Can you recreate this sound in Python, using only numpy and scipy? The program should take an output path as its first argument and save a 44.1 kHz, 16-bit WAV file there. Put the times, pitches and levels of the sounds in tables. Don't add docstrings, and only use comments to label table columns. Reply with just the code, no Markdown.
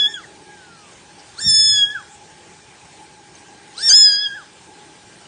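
import sys
import numpy as np
from scipy import signal
from scipy.fft import rfft, irfft, next_fast_len
from scipy.io import wavfile
from scipy.ndimage import uniform_filter1d, minimum_filter1d, map_coordinates

SR = 44100
rng = np.random.default_rng(int(sys.argv[2]) if len(sys.argv) > 2 else 0)


def convert_level_to_amplitude(level_db):
    exponent = np.asarray(level_db, float) / 20
    return 10 ** exponent


def dump(signal):
    limited = np.clip(np.atleast_2d(signal).T, -1, 1)
    pcm = np.round(limited * 32767).astype(np.int16)
    wavfile.write(sys.argv[1], SR, pcm)


N = 232583

# start_s, pitch_hz
CRY_PITCH = [
    [(0, 1703), (.062, 1671), (.082, 1787), (.13, 1801), (.142, 1679), (.165, 1628)],
    [(1.358, 978), (1.414, 1815), (1.465, 1830), (1.487, 1751), (1.63, 1736), (1.71, 1724), (1.838, 1643),
     (1.9, 1671), (1.942, 1740)],
    [(3.73, 844), (3.83, 1802), (3.875, 1814), (3.975, 1728), (4.04, 1699), (4.13, 1628), (4.237, 1689),
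     (4.33, 1599), (4.357, 1738)],
]
RELEASE_S, FALL_HZ_PER_S = 0.095, 8600
# start_s, level_db, opening (0 to 1)
CRY_EFFORT = [
    [(0, -10, .59), (.062, -9.5, 0.53), (.082, -26.5, 0.58), (.1, -33, 0.78), (.13, -32, 0.72),
     (.142, -50, 0.7), (.175, -58, 0.47), (.27, -50, .02)],
    [(1.36, -53, .6), (1.417, -22, 0.76), (1.465, -10, 0.78), (1.6, -5.5, 0.75), (1.71, -5.5, .73),
     (1.838, -9, 0.5), (1.875, -30, 0.48), (1.935, -38.5, .55), (1.97, -71, 0.45)],
    [(3.755, -54, 0.48), (3.83, -15.5, 0.78), (3.885, -10.5, 0.83), (3.903, 1.5, 0.86), (3.975, -6, 0.79),
     (4.065, -7, .77), (4.09, -9.5, 0.74), (4.25, -14, 0.67), (4.37, -56, 0.53)],
]
# start_s, depth_hz, drop_s, recovery_s
VOICE_BREAKS = [
    (1.427, 55.7, .006, .012),
    (3.9, 240.2, .009, .038),
    (4.262, 32, .012, .02),
]
# start_s, share_lost, half_width_s
VOICE_DIPS = [
    (.134, .6, .005),
    (1.944, 0.56, 0.0055),
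    (3.929, .4, .0035),
    (1.53, .25, .012),
]
# start_s, level_db, centre_hz, rise_s, t60_s
CATCHES = [(.142, -23, 3360, .008, 0.1), (.243, -38, 2000, .04, 0.11), (1.397, -37, 4600, .1, .1),
           (1.8, -34, 1675, 0.36, .6), (1.953, -27, 1590, .02, .33), (3.782, -27, 4020, .02, 0.13),
           (3.9, -28.5, 1630, 0.19, 0.37), (4.07, -31.5, 1690, 0.11, .8), (4.12, -24.5, 6500, 0.13, 0.34),
           (4.266, -21, 3220, .15, 0.064)]
CLIMB_LOSS = (0, 5, 2.5, 8.5)
# start_s, half_width_s, depth
STRAIN = (3.915, 0.047, 0.8)
# start_s, level_db, half_width_s
DOUBLING = [
    (3.907, -34, 0.011),
    (3.99, -53, 0.03),
]
# start_s, level_db, half_width_s
RASPS = [
    (3.903, -31, .018),
    (3.97, -37, .13),
    (3.8, -44, .035),
    (1.405, -42, .022),
]
# centre_hz, level_db per Hz
RASP_SPECTRUM = [(200, -4.5), (750, -3), (2500, -6), (4500, 0.5), (6200, 4)]
# centre_hz, level_db per Hz
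BREATH_SPECTRUM = [(300, -11), (1000, -17.5), (2500, -18), (3900, -20), (4250, -7), (4800, -1.5),
                   (5500, -11), (6500, -4)]
# start_s, level_db, half_length_s, centre_hz, half_width_hz
HAZE = [
    (1.61, -36.5, 0.11, 4560, 270),
    (4.11, -40.5, 0.087, 4090, 250),
    (3.803, -34, 0.028, 4800, 990),
    (1.2, -47, 0.015, 5200, 900),
    (2.14, -49, 0.038, 7600, 1200),
]
SHUT_HZ, OPEN_OCTAVES = 1712, 2.004
BELOW_DB, ABOVE_DB = 33.5, 61.5
NOSE_DB, NOSE_HZ, NOSE_LOSS_DB = -29, 1553, 9
NOSE_BELOW_DB, NOSE_ABOVE_DB = 42.5, 16
BREATH_DB, BREATH_GROWS = -42, 0.29

# start_s, shrillness_db
SHRILLNESS = [
    [(0, -53), (.06, -50), (.09, -56.5), (.15, -52.5), (.2, -74)],
    [(1.37, -57.5), (1.412, -34), (1.46, -39.5), (1.5, -20.5), (1.54, -23.5), (1.7, -28), (1.782, -50),
     (1.93, -55.5), (1.96, -66)],
    [(3.77, -61.5), (3.806, -41), (3.874, -34), (3.898, -21.5), (3.93, -31.5), (3.964, -27), (4.032, -40),
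     (4.06, -52), (4.3, -60.5)],
]
# start_s, hold_s, level_db, sag_db_per_s
LOW_TONE = [
    (.0, .16, -48, 5),
    (1.543, .24, -22, 12),
]
MID_TONE = [
    (3.889, 0.013, -19, 29.6),
    (3.956, 0.078, -15, 90),
]
HIGH_TONE = [
    (1.542, 0.25, -33, 21),
]
SUB_BAND_HZ = SR / 128
FIRST_DB, FIRST_GROWS, SECOND_DB = -6, 0.85, -2
OUSTED_DB, OUST_LEAD_S = 24.5, 0.024
COPY_LOSS_DB = 14
LOW_DB, LOW_GROWS = -17.5, 0.63
HIGH_DB, HIGH_GROWS, RASP_LIFT_DB = -28, 0.53, 2.5
TONE_RISE_S, TONE_T60_S = 0.027, 0.21

# start_s, peak_db, t60_s
PUFFS = [
    (1.476, -29, .25),
    (1.516, -42, .9),
    (1.7, -36, .2),
    (1.8, -50, 0.44),
    (3.928, -48, .3),
    (4.02, -52, .3),
    (4.11, -58, .3),
]
# centre_hz, level_db per Hz
PUFF_SPECTRUM = [(20, -22.5), (60, -10), (110, 4), (200, -8.5), (400, -26)]
PUFF_RISE_S = 0.13
# start_s, peak_db, pitch_hz, t60_s
KNOCKS = [
    (1.454, -26.5, 195.6, 0.21),
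    (1.694, -37.5, 126, 0.22),
]
# start_s, peak_db, pitch_hz, t60_s
TICKS = [
    (3.3523, -38.5, 6296, 0.034),
    (3.3678, -45, 4070, 0.025),
    (5.2545, -41.5, 2930, 0.03),
]
# start_s, pitch_hz, level_db
MATE_MEW = [
    [(.42, 1643, -64), (.53, 1643, -52), (.6, 1546, -46), (.7, 1413, -52), (.8, 1294, -53),
     (.88, 1160, -59), (.93, 1066, -65)],
]
# centre_hz, t60_s
ROOM_DECAY = [(300, 0.38), (1700, 0.37), (3300, 0.47), (5000, 0.59), (7000, 0.26)]
# centre_hz, level_db
ROOM_COLOUR = [(300, 1.5), (1700, 7.5), (3300, 0.5), (5000, -4.5), (7000, 1.5)]

# start_s, level_db
MOTOR_LOAD = [(0.0, -60), (0.09, -42.5), (0.17, -59.5), (0.47, -46.5), (1.0, -63.5), (1.22, -46.5),
              (1.25, -57.5), (1.7, -63), (2.1, -50), (2.89, -56.5), (3.02, -43.5), (3.08, -51.5),
              (3.93, -51), (4.33, -60), (4.4, -50.5), (4.64, -63.5), (4.68, -46.5), (5.27, -60)]
# centre_hz, half_width_hz, level_db
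DUCT = [
    (166, 27, -64),
    (2370, 37, -65.5),
    (3030, 110, -68.5),
]
# centre_hz, level_db per Hz
HISS_SPECTRUM = [(15, -92.5), (25, -32.5), (75, -6.5), (183, -4), (293, -11.5), (331, -7.5), (665, -10.5),
                 (831, -7.5), (965, -10), (1240, -14), (1630, -11), (2190, -12.5), (9490, -16.5),
                 (12300, -40), (20900, -120)]
HISS_DB, WHINE_DB = -47, -0.5
DRONE_DB, DRONE_GROWS = -57, 0.53
OVERTONE_DB, OVERTONE_GROWS = -61.5, 0.32


def kitten():
    release = [p + [(p[-1][0] + RELEASE_S, p[-1][1] - FALL_HZ_PER_S * RELEASE_S)] for p in CRY_PITCH]
    gate, pitch = curves(release)
    _, effort_db, opening = curves(CRY_EFFORT)
    for at, depth_hz, drop_s, recover_s in VOICE_BREAKS:
        width = np.where(np.arange(N) < at * SR, drop_s, recover_s)
        pitch = pitch - depth_hz * swell(at, width)
    pitch = uniform_filter1d(pitch, size=150)
    climb_hz_per_s = uniform_filter1d(np.gradient(pitch), size=600) * SR
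    unsettled = np.clip(climb_hz_per_s / 6000 - 0.95, 0, 1)
    jitter = 0.0026 * wobble(90) + (0.002 + 0.008 * unsettled) * wobble(600)
    turns = np.cumsum(pitch * (1 + jitter)) / SR

    resonances = [(convert_level_to_amplitude(effort_db), SHUT_HZ * 2 ** (OPEN_OCTAVES * opening))]
    resonances += [(burst(s, db, rise_s, t60), hz) for s, db, hz, rise_s, t60 in CATCHES]
    nose = convert_level_to_amplitude(NOSE_DB - NOSE_LOSS_DB * opening + 0.99 * wobble(35))
    nose = nose * skirts(pitch, NOSE_HZ, NOSE_BELOW_DB, NOSE_ABOVE_DB)
    strain_s, strain_width, strain_depth = STRAIN
    voice = 0
    for k in range(4):
        size = sum(g * skirts((k + 1) * pitch, hz, BELOW_DB, ABOVE_DB) for g, hz in resonances)
        if k == 0:
            size = size + nose
        size = size * convert_level_to_amplitude(-CLIMB_LOSS[k] * unsettled)
        if k < 2:
            size = size * (1 + strain_depth * swell(strain_s, strain_width) * wobble(380))
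        broken = 1 + min(0.3 + 0.15 * k, 1) * unsettled * (wobble(250) - 0.3)
        shimmer_db = 0.81 * wobble(160) + 1.1 * wobble(30)
        voice = voice + broken * size * tone((k + 1) * turns, shimmer_db)

    breath = convert_level_to_amplitude(BREATH_DB + BREATH_GROWS * effort_db + 2.8 * wobble(40)) * noise(BREATH_SPECTRUM)
    breath = breath * (1 + 0.5 * np.sin(2 * np.pi * turns))
    halves = sum(np.sin((2 * k + 1) * np.pi * turns) for k in range(3))
    halves = halves * swells(DOUBLING)
    rasp = noise(RASP_SPECTRUM) * swells(RASPS)
    haze = sum(convert_level_to_amplitude(db) * swell(s, width) * band(hz, wide) for s, db, width, hz, wide in HAZE)
    gate = gate * (1 - sum(share * swell(s, width) for s, share, width in VOICE_DIPS))
    return gate * (voice + halves + breath) + rasp, haze, turns, unsettled


def rebuilt_treble(turns, unsettled):
    slots = SUB_BAND_HZ * np.arange(N) / SR
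    gate, shrill_db = curves(SHRILLNESS)
    start, hold, *_ = LOW_TONE[-1]
    ousted = burst(start - OUST_LEAD_S, 0, TONE_RISE_S, t60=3.46, hold_s=hold)
    first_db = FIRST_DB + FIRST_GROWS * shrill_db - OUSTED_DB * ousted + 2.9 * wobble(30)
    first = tone(turns + 16 * slots, first_db)
    second = tone(2 * turns + 16 * slots, shrill_db + SECOND_DB)
    copies = (first + second) * convert_level_to_amplitude(-COPY_LOSS_DB * unsettled)

    low_spectrum = [(6450, -47.5), (6650, 5.5), (7000, -4), (7300, -7.0), (7500, -51.5)]
    high_spectrum = [(7400, -64.5), (7550, -8.5), (8300, -5), (8900, -3), (9200, -53.5)]
    low = convert_level_to_amplitude(LOW_DB + LOW_GROWS * shrill_db) * noise(low_spectrum)
    high_gain = convert_level_to_amplitude(HIGH_DB + HIGH_GROWS * shrill_db) + convert_level_to_amplitude(RASP_LIFT_DB) * swells(RASPS)
    high = high_gain * noise(high_spectrum)
    out = gate * (copies + low + high)
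    for centre, rows in ((19.5, LOW_TONE), (20.5, MID_TONE), (24.5, HIGH_TONE)):
        size = sum(burst(s, db, TONE_RISE_S, TONE_T60_S, hold_s, sag) for s, hold_s, db, sag in rows)
        out += size * tone(centre * slots, 1.4 * wobble(25))
    return out, gate


def puffs():
    blown = sum(burst(s, db, PUFF_RISE_S, t60) for s, db, t60 in PUFFS)
    out = blown * convert_level_to_amplitude(1.1 * wobble(13)) * noise(PUFF_SPECTRUM)
    for s, peak_db, hz, t60 in list(KNOCKS) + list(TICKS):
        t = np.maximum(np.arange(N) / SR - s, 0)
        decay = convert_level_to_amplitude(peak_db + 4.0 - 60 * t / t60)
        attack = 1 - np.exp(-t * hz / 2.9)
        out += decay * attack * np.sin(2 * np.pi * hz * t)
    return out


def mate():
    gate, pitch, db = curves(MATE_MEW)
    turns = np.cumsum(pitch * (1 + 0.003 * wobble(39.0))) / SR
    return gate * tone(turns, db + 2 * wobble(25))


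def room(x):
    hz, t, z = signal.stft(rng.standard_normal(SR // 2), SR, nperseg=256)
    decay_db = along(ROOM_COLOUR, hz)[:, None] - 60 * t / along(ROOM_DECAY, hz)[:, None]
    tail = signal.istft(z * convert_level_to_amplitude(decay_db), SR, nperseg=256)[1]
    return signal.fftconvolve(np.pad(x, (400, 0)), tail / np.linalg.norm(tail))[:N]


def fan():
    _, load_db = curves([MOTOR_LOAD])
    swing_db = load_db - load_db.mean()
    whine = convert_level_to_amplitude(load_db + WHINE_DB) * band(836, 38.7)
    drone = convert_level_to_amplitude(DRONE_DB + DRONE_GROWS * swing_db + 2.5 * wobble(3.94)) * band(358.0, 88)
    overtone = convert_level_to_amplitude(OVERTONE_DB + OVERTONE_GROWS * swing_db + 1.8 * wobble(4)) * band(1606, 54)
    duct = sum(convert_level_to_amplitude(db + 1.3 * wobble(7.7)) * band(hz, width) for hz, width, db in DUCT)
    z = signal.stft(noise(HISS_SPECTRUM), nperseg=512)[2]
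    patches = uniform_filter1d(rng.standard_normal(z.shape), size=4, axis=0)
    patches = uniform_filter1d(patches, size=8, axis=1)
    hiss = unit(signal.istft(z * convert_level_to_amplitude(2.16 * unit(patches)), nperseg=512)[1][:N])
    return whine + drone + overtone + duct + convert_level_to_amplitude(HISS_DB + 0.6 * wobble(7.2)) * hiss


def unit(x):
    return x / np.sqrt(np.mean(x ** 2) + 1e-20)


def along(points, hz):
    f, v = np.transpose(points)
    return np.interp(np.log(hz + 1), np.log(f + 1), v)


def curves(parts):
    t = np.arange(N) / SR
    s, *cols = np.transpose(np.concatenate(parts))
    gate = sum((t >= p[0][0]) & (t < p[-1][0]) for p in parts)
    gate = uniform_filter1d(gate * 1., size=400, mode="nearest")
    return gate, *[np.interp(t, s, c) for c in cols]


def wobble(rate):
    knots = rng.standard_normal(int(N * rate / SR) + 4)
    return map_coordinates(knots, [np.arange(N) * rate / SR])


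def filtered(x, response):
    m = next_fast_len(N + SR // 2)
    return irfft(rfft(x, m) * response(np.fft.rfftfreq(m, 1 / SR)), m)[..., :N]


def noise(spectrum):
    shape = lambda hz: convert_level_to_amplitude(along(spectrum, hz)) * (hz < 1.05 * spectrum[-1][0])
    return unit(filtered(rng.standard_normal(N), shape))


def band(centre_hz, width_hz):
    response = lambda hz: 1 / (1 + ((hz - centre_hz) / width_hz) ** 4)
    return unit(filtered(rng.standard_normal(N), response))


def tone(turns, db):
    return np.sqrt(2) * convert_level_to_amplitude(db) * np.sin(2 * np.pi * turns)


def swell(s, width):
    return np.exp(-((np.arange(N) / SR - s) / width) ** 2)


def swells(rows):
    return sum(convert_level_to_amplitude(db) * swell(s, width) for s, db, width in rows)


def burst(s, db, rise_s, t60, hold_s=0., sag_db=0.):
    t = np.arange(N) / SR - s
    rise_db = 60 * np.minimum(t, 0) / rise_s
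    held_db = sag_db * np.clip(t, 0, hold_s)
    decay_db = 60 * np.maximum(t - hold_s, 0) / t60
    return convert_level_to_amplitude(db + rise_db - held_db - decay_db)


def skirts(hz, centre_hz, below_db, above_db):
    octaves = np.log2(hz / centre_hz)
    return convert_level_to_amplitude(np.where(octaves < 0, below_db, -above_db) * octaves)


def scene():
    voice, haze, turns, unsettled = kitten()
    low_band = lambda hz: np.clip((19 * SUB_BAND_HZ - hz) / 200 + 0.5, 0, 1)
    treble, busy = rebuilt_treble(turns, unsettled)
    background = fan()
    background = background - 0.3 * busy * (background - filtered(background, low_band))
    core = filtered(voice + convert_level_to_amplitude(-18.5) * room(voice) + mate(), low_band)
    return (core + treble + background + haze + puffs())[None]


def masked(x, under_db, up, down, luck_db):
    z = signal.stft(x, nperseg=1024)[2]
    power = np.abs(z) ** 2
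    local = np.abs(uniform_filter1d(power, size=5, axis=2))
    octaves = np.log2(np.arange(513) + 8.)
    apart = octaves[:, None] - octaves
    reach = convert_level_to_amplitude(-2 * np.where(apart > 0, up * apart, -down * apart))
    luck = uniform_filter1d(rng.standard_normal((129, z.shape[2])), size=9, axis=1)
    luck = np.repeat(unit(luck), 4, axis=0)[:513]
    mask = uniform_filter1d(reach @ power, size=7, axis=2) * convert_level_to_amplitude(2 * (under_db + luck_db * luck))
    keep = np.clip(local / (np.abs(mask) + 1e-20), 0, 1) ** 4
    return signal.istft(z * keep, nperseg=1024)[1][:, :N]


def limited(x, top):
    need = np.minimum(1, top / (np.abs(x) + 1e-9))
    return x * uniform_filter1d(minimum_filter1d(need, size=300), size=300)


def band_limit(x):
    return signal.sosfilt(signal.butter(12, 9640, fs=SR, output="sos"), x)


def record(dry):
    x = masked(dry, under_db=-32.5, up=22.0, down=50.0, luck_db=7.5)
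    x = filtered(x, lambda hz: hz < 28 * SUB_BAND_HZ)
    x = limited(x, top=0.89)
    return band_limit(x)


dry = scene()
out = record(dry)
dump(out)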